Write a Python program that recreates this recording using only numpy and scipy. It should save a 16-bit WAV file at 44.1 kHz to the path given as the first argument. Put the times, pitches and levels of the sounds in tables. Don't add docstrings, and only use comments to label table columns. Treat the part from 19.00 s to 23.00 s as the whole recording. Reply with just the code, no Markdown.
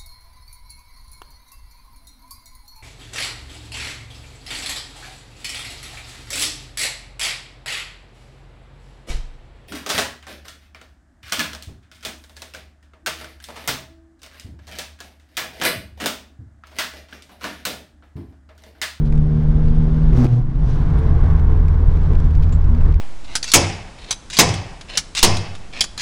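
import sys
import numpy as np
from scipy import signal
from scipy.fft import irfft
from scipy.io import wavfile
from scipy.ndimage import uniform_filter1d, minimum_filter1d

SR = 44100
rng = np.random.default_rng(int(sys.argv[2]) if len(sys.argv) > 2 else 0)


def file_out(sig):
    cols = np.atleast_2d(sig).T
    lim = np.clip(cols, -1, 1)
    pcm = np.round(lim * 32767).astype(np.int16)
    wavfile.write(sys.argv[1], SR, pcm)


N = 176400

# freq_hz, relative_db
SCRAPE_SPECTRUM = [(1200, -2), (2500, 1), (4000, -0.5), (6000, -8.5), (8500, -18), (12500, -19),
                   (14500, -30.5)]


def undb(db):
    return 10 ** (np.asarray(db) / 20)


def unit(x):
    return x / np.sqrt(np.mean(x ** 2) + 1e-20)


def clock():
    return np.arange(N) / SR


def curve(rows):
    return np.interp(clock(), *np.array(rows, float).T)


def ramp(start_s, length_s):
    return np.clip((clock() - start_s) / max(length_s, 1e-4), 0, 1)


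def envelope(on_s, off_s, attack_s, release_s):
    return ramp(on_s, attack_s) * np.exp(-np.maximum(clock() - off_s, 0) / release_s)


def swell(centre_s, half_width_s):
    return np.exp(-((clock() - centre_s) / half_width_s) ** 2)


def drift(rate_hz):
    hold = max(int(SR / rate_hz), 2)
    steps = np.repeat(rng.standard_normal(N // hold + 1), hold)
    return unit(uniform_filter1d(uniform_filter1d(steps, hold), hold)[:N])


def noise(spectrum):
    hz, db = np.array(spectrum, float).T
    octave = np.log2(np.maximum(np.arange(N // 2 + 1) * SR / N, 1))
    beyond = np.abs(octave - np.clip(octave, np.log2(hz[0]), np.log2(hz[-1])))
    gain = undb(np.interp(octave, np.log2(hz), db) - 20 * beyond)
    return unit(irfft(gain * np.exp(2j * np.pi * rng.random(len(octave))), N))


def steady(x, window_s):
    return x / np.sqrt(uniform_filter1d(x ** 2, max(int(window_s * SR), 2)))


def tone(hz):
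    return np.sqrt(2) * np.sin(2 * np.pi * (np.cumsum(hz) / SR + rng.random()))


def road():
    # time_s, level_db
    rumble_levels = [(0.0, -19), (0.18, -9.5), (0.24, -21), (0.63, -11.5), (0.98, -15.5), (1.11, -9.5),
                     (1.39, -25), (1.49, -16), (2.34, -12.5), (3.73, -12), (3.95, -9), (4.0, -27)]
    boom_levels = [(0, -26.5), (.6, -27), (1.1, -26), (1.45, -25), (1.7, -20), (2.3, -21), (2.7, -25),
                   (3.1, -23.5), (3.5, -24.5), (4, -27.5)]
    roar_levels = [(0, -49), (.5, -42), (.85, -43.5), (1.1, -40.5), (1.3, -42.5), (1.48, -46), (1.7, -38),
                   (2.28, -34), (2.6, -38), (3.1, -38), (3.45, -40.5), (3.9, -37.5), (4, -47)]
    hiss_levels = [(0, -66), (.3, -61), (.7, -59), (1.1, -57.5), (1.33, -55), (1.45, -65.5), (1.58, -59.5),
                   (1.7, -53), (1.81, -54.5), (2.25, -55), (2.65, -59), (3.05, -55.5), (3.5, -59),
                   (3.9, -56.5), (4, -65)]
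    # freq_hz, relative_db
    rumble_spectrum = [(6, -32), (14, -7), (21, 0), (29, -8.5), (39, -3), (48, -10.5), (57, -7.5),
                       (67, -16.5), (95, -20.5), (130, -44.5)]
    boom_spectrum = [(70, -28.5), (100, -10.5), (123, 1.5), (140, 0), (156, -1), (172, -12), (210, -17.5),
                     (236, -11), (258, -18.5), (290, -18.5), (350, -27), (500, -48.5)]
    roar_spectrum = [(180, -5), (300, 1.5), (370, 4), (440, 6.5), (530, -0.5), (800, -1), (1080, -0.5),
                     (1280, -6.5), (1550, -6), (1850, -12.5), (2200, -14.5), (2700, -27.5), (5000, -49)]
    hiss_spectrum = [(1500, -10), (2600, 2), (3500, 1.5), (4600, -4), (6000, -6.5), (6900, -13),
                     (7800, -12.5), (8600, -17.5), (10200, -18), (12500, -23), (14000, -28)]
    rumble = steady(noise(rumble_spectrum), window_s=0.26) * undb(curve(rumble_levels))
    boom = steady(noise(boom_spectrum), window_s=0.2) * undb(curve(boom_levels))
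    texture = drift(60)
    roar = noise(roar_spectrum) * undb(curve(roar_levels) + 0.79 * texture)
    hiss = noise(hiss_spectrum) * undb(curve(hiss_levels) + 0.7 * texture + 1.1 * drift(350))
    return rumble + boom + roar + hiss


def bumps():
    # centre_s, half_width_s, level_db
    patches = [(0.593, 0.074, -33.5), (1.654, 0.075, -33.5), (2.1, .09, -30.5), (2.51, 0.07, -35),
               (2.83, 0.031, -29.5), (2.965, .03, -37.5), (3.125, 0.04, -29), (3.881, .04, -32.5)]
    # freq_hz, relative_db
    spectrum = [(110, -8), (160, 0), (200, -7.5), (238, 0.5), (280, 0), (330, -4), (430, -4), (520, -16.5),
                (900, -20)]
    level = sum(undb(db) * swell(centre_s, half_width_s) for centre_s, half_width_s, db in patches)
    return steady(noise(spectrum), window_s=0.03) * level


def tyre_rings():
    # centre_s, half_width_s, pitch_hz, level_db
    rings = [(2.044, 0.094, 441, -39.5), (2.563, 0.11, 438, -41), (3.748, 0.062, 233.8, -29)]
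    wander_hz = 4.99
    return sum(tone(hz + wander_hz * drift(60)) * undb(db) * swell(centre_s, half_width_s)
               for centre_s, half_width_s, hz, db in rings)


def tyre_swish():
    # freq_hz, relative_db
    spectrum = [(2000, -8), (3300, 2), (4300, -2), (6100, 0), (7000, -12), (8500, -17), (12500, -21)]
    return noise(spectrum) * undb(-53.5) * swell(centre_s=1.705, half_width_s=0.057)


def trim_ticks():
    # time_s, strength_db
    ticks = [(0.1248, -41.5), (0.154, -45.5), (0.1775, -43), (.6536, -50), (.6833, -43.5), (.7045, -51),
             (0.8205, -55), (1.132, -40), (1.266, -39), (1.328, -47.5), (2.3086, -50), (2.3964, -45),
             (2.5224, -52), (2.6826, -41), (2.7318, -53), (2.919, -51), (2.9387, -50), (2.9707, -45),
             (3.1343, -44), (3.1526, -41.5), (3.2016, -42.5), (3.2442, -46.5), (3.3086, -45), (3.3521, -42),
             (3.372, -48), (3.4433, -46), (3.4937, -42), (3.643, -44.5), (3.697, -47.5), (3.749, -43.5),
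             (3.81, -44.5), (3.9238, -44.5), (3.9425, -41)]
    # freq_hz, relative_db
    spectrum = [(700, -9), (1700, 0), (2400, 1.5), (3000, -6), (4000, -7.5), (4800, -7.5), (6300, -13),
                (7400, -14), (8600, -21), (12500, -25), (14500, -34.5)]
    gain_db, rise_s, fall_s = 1, 0.0016, 0.0012
    ring_hz, hard_db = 2400, -40.5
    level = sum(undb(db + gain_db) * envelope(time_s - rise_s / 2, time_s + rise_s, rise_s, fall_s)
                for time_s, db in ticks)
    hardness = np.minimum(level / undb(hard_db), 1) ** 2
    click = noise(spectrum)
    ring = 0.84 * hardness * tone(ring_hz * (1 + 0.036 * drift(300)))
    return level * (click + ring)


def trim_scrapes():
    # start_s, length_s, level_db
    scrapes = [(0.046, 0.032, -54), (3.421, 0.015, -45.5)]
    level = sum(undb(db) * envelope(start_s, start_s + length_s, attack_s=0.0047, release_s=0.004)
                for start_s, length_s, db in scrapes)
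    return level * noise(SCRAPE_SPECTRUM) * undb(2.5 * drift(500))


def trim_chinks():
    # start_s, ring_hz, ring_db, decay_s
    chinks = [(1.9881, 9800, -50, .004), (3.524, 7400, -44.5, 0.016)]
    wander_hz, crack_db = 430, 2.5
    out = 0
    for start_s, hz, db, decay_s in chinks:
        ring = tone(hz + wander_hz * drift(900)) * envelope(start_s, start_s, 0.001, decay_s)
        crack = noise(SCRAPE_SPECTRUM) * envelope(start_s, start_s, 0.00084, 0.7 * decay_s)
        out += undb(db) * (ring + undb(crack_db) * crack)
    return out


def engine():
    # time_s, firing_hz
    firing = [(0, 75.37), (.5, 76.48), (1.1, 78.67), (1.7, 79.1), (2.3, 78.84), (3, 78.26), (4, 77.0)]
    # firing_multiple, pull_db, coast_db
    orders = [(1, -24.5, -17), (2, -18, -31), (3, -28.5, -41), (4, -43.5, -51.5), (5, -42, -49.5),
              (6, -44, -53.5)]
    # freq_hz, relative_db
    clatter_spectrum = [(150, 13.5), (190, 28.5), (250, 21.5), (350, 21), (450, 21), (600, 18), (850, 10),
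                        (1100, 5.5), (1600, 4.5), (2100, -2.5), (2700, -9), (3500, -5), (4300, -14.5),
                        (5300, -10), (5800, -21), (6300, -14.5), (6800, -23), (7300, -19.5), (8500, -29.5)]
    lift_s, rough_db_per_order = 1.12, 0.26
    clatter_at_lift_db, rise_db_per_s = -37, 2.5
    firing_hz = curve(firing) * (1 + 0.0015 * drift(14))
    pull = 1 - ramp(lift_s, length_s=0.12)
    coast = ramp(start_s=1.548, length_s=0.62)
    drone = 0
    for order, pull_db, coast_db in orders:
        level = pull * undb(pull_db) + coast * undb(coast_db)
        drone += tone(order * firing_hz) * level * undb(order * rough_db_per_order * drift(25))
    clatter = noise(clatter_spectrum) * (1 + 0.2 * tone(firing_hz))
    clatter_db = clatter_at_lift_db + rise_db_per_s * (clock() - lift_s)
    return drone + clatter * pull * undb(clatter_db)


def dashboard():
    ring_hz, wander_hz = 246, 12
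    level = undb(-16.5) * envelope(on_s=1.172, off_s=1.257, attack_s=0.014, release_s=0.0047)
    return tone(ring_hz + wander_hz * drift(90)) * level


def grid_knocks():
    # start_s, level_db
    knocks = [(1.126, -15), (1.152, -19.5), (1.181, -24.5), (1.218, -18), (1.249, -13.5), (1.328, -25)]
    # freq_hz, relative_db
    spectrum = [(60, -3), (85, 4.5), (125, 10), (190, 2), (270, 2), (370, 1), (480, -8.5), (700, -16),
                (1200, -23), (2500, -33)]
    level = sum(undb(db) * envelope(start_s, start_s + 0.003, attack_s=0.002, release_s=0.0073)
                for start_s, db in knocks)
    return level * steady(noise(spectrum), window_s=0.028)


def cattle_grid():
    # on_s, off_s, drum_db, buzz_relative_db
    axles = [(1.118, 1.26, -17.5, -43), (1.256, 1.393, -14, -57)]
    # multiple, front_relative_db, rear_relative_db
    harmonics = [(1, 3.5, 1.5), (2, -13.5, -22.5), (3, -15, -27.5), (4, -26.5, -30), (5, -37, -40),
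                 (6, -31.5, -33)]
    # freq_hz, relative_db
    buzz_spectrum = [(200, -10.5), (280, 17.5), (340, 17), (500, 11), (700, 12), (1100, 4), (1800, -2),
                     (2800, -11.5), (4500, -10.5), (6100, -11.5), (7200, -19), (9000, -23.5), (12500, -31),
                     (14500, -41)]
    bar_hz, jitter, scatter_db, buzz_gain_db = 122.5, 0.025, 1, 11.5
    out = 0
    for axle, (on_s, off_s, drum_db, buzz_db) in enumerate(axles):
        rate_hz = bar_hz * (1 + jitter * drift(70))
        drum = sum(tone(k * rate_hz) * undb(axle_db[axle] + scatter_db * np.sqrt(k) * drift(70))
                   for k, *axle_db in harmonics)
        out += drum * undb(drum_db) * envelope(on_s, off_s, attack_s=0.018, release_s=0.026)
        bar_phase = np.cumsum(rate_hz) / SR % 1
        kicks = unit(np.exp(-bar_phase))
        buzz = noise(buzz_spectrum) * kicks * undb(buzz_db + buzz_gain_db)
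        out += buzz * envelope(on_s, off_s, attack_s=0.062, release_s=0.007)
    return out


def scene():
    driving = engine() + road() + bumps() + tyre_rings() + tyre_swish()
    crossing = cattle_grid() + dashboard() + grid_knocks()
    trim = trim_ticks() + trim_scrapes() + trim_chinks()
    return (driving + crossing + trim)[None]


def record(dry):
    ceiling, window_samples, cutoff_hz = 0.85, 700, 14000
    gain = ceiling / np.maximum(np.abs(dry), ceiling)
    gain = uniform_filter1d(minimum_filter1d(gain, window_samples), window_samples)
    lowpass = signal.ellip(8, 0.1, 60, cutoff_hz, fs=SR, output="sos")
    return signal.sosfiltfilt(lowpass, dry * gain)


dry = scene()
out = record(dry)
file_out(out)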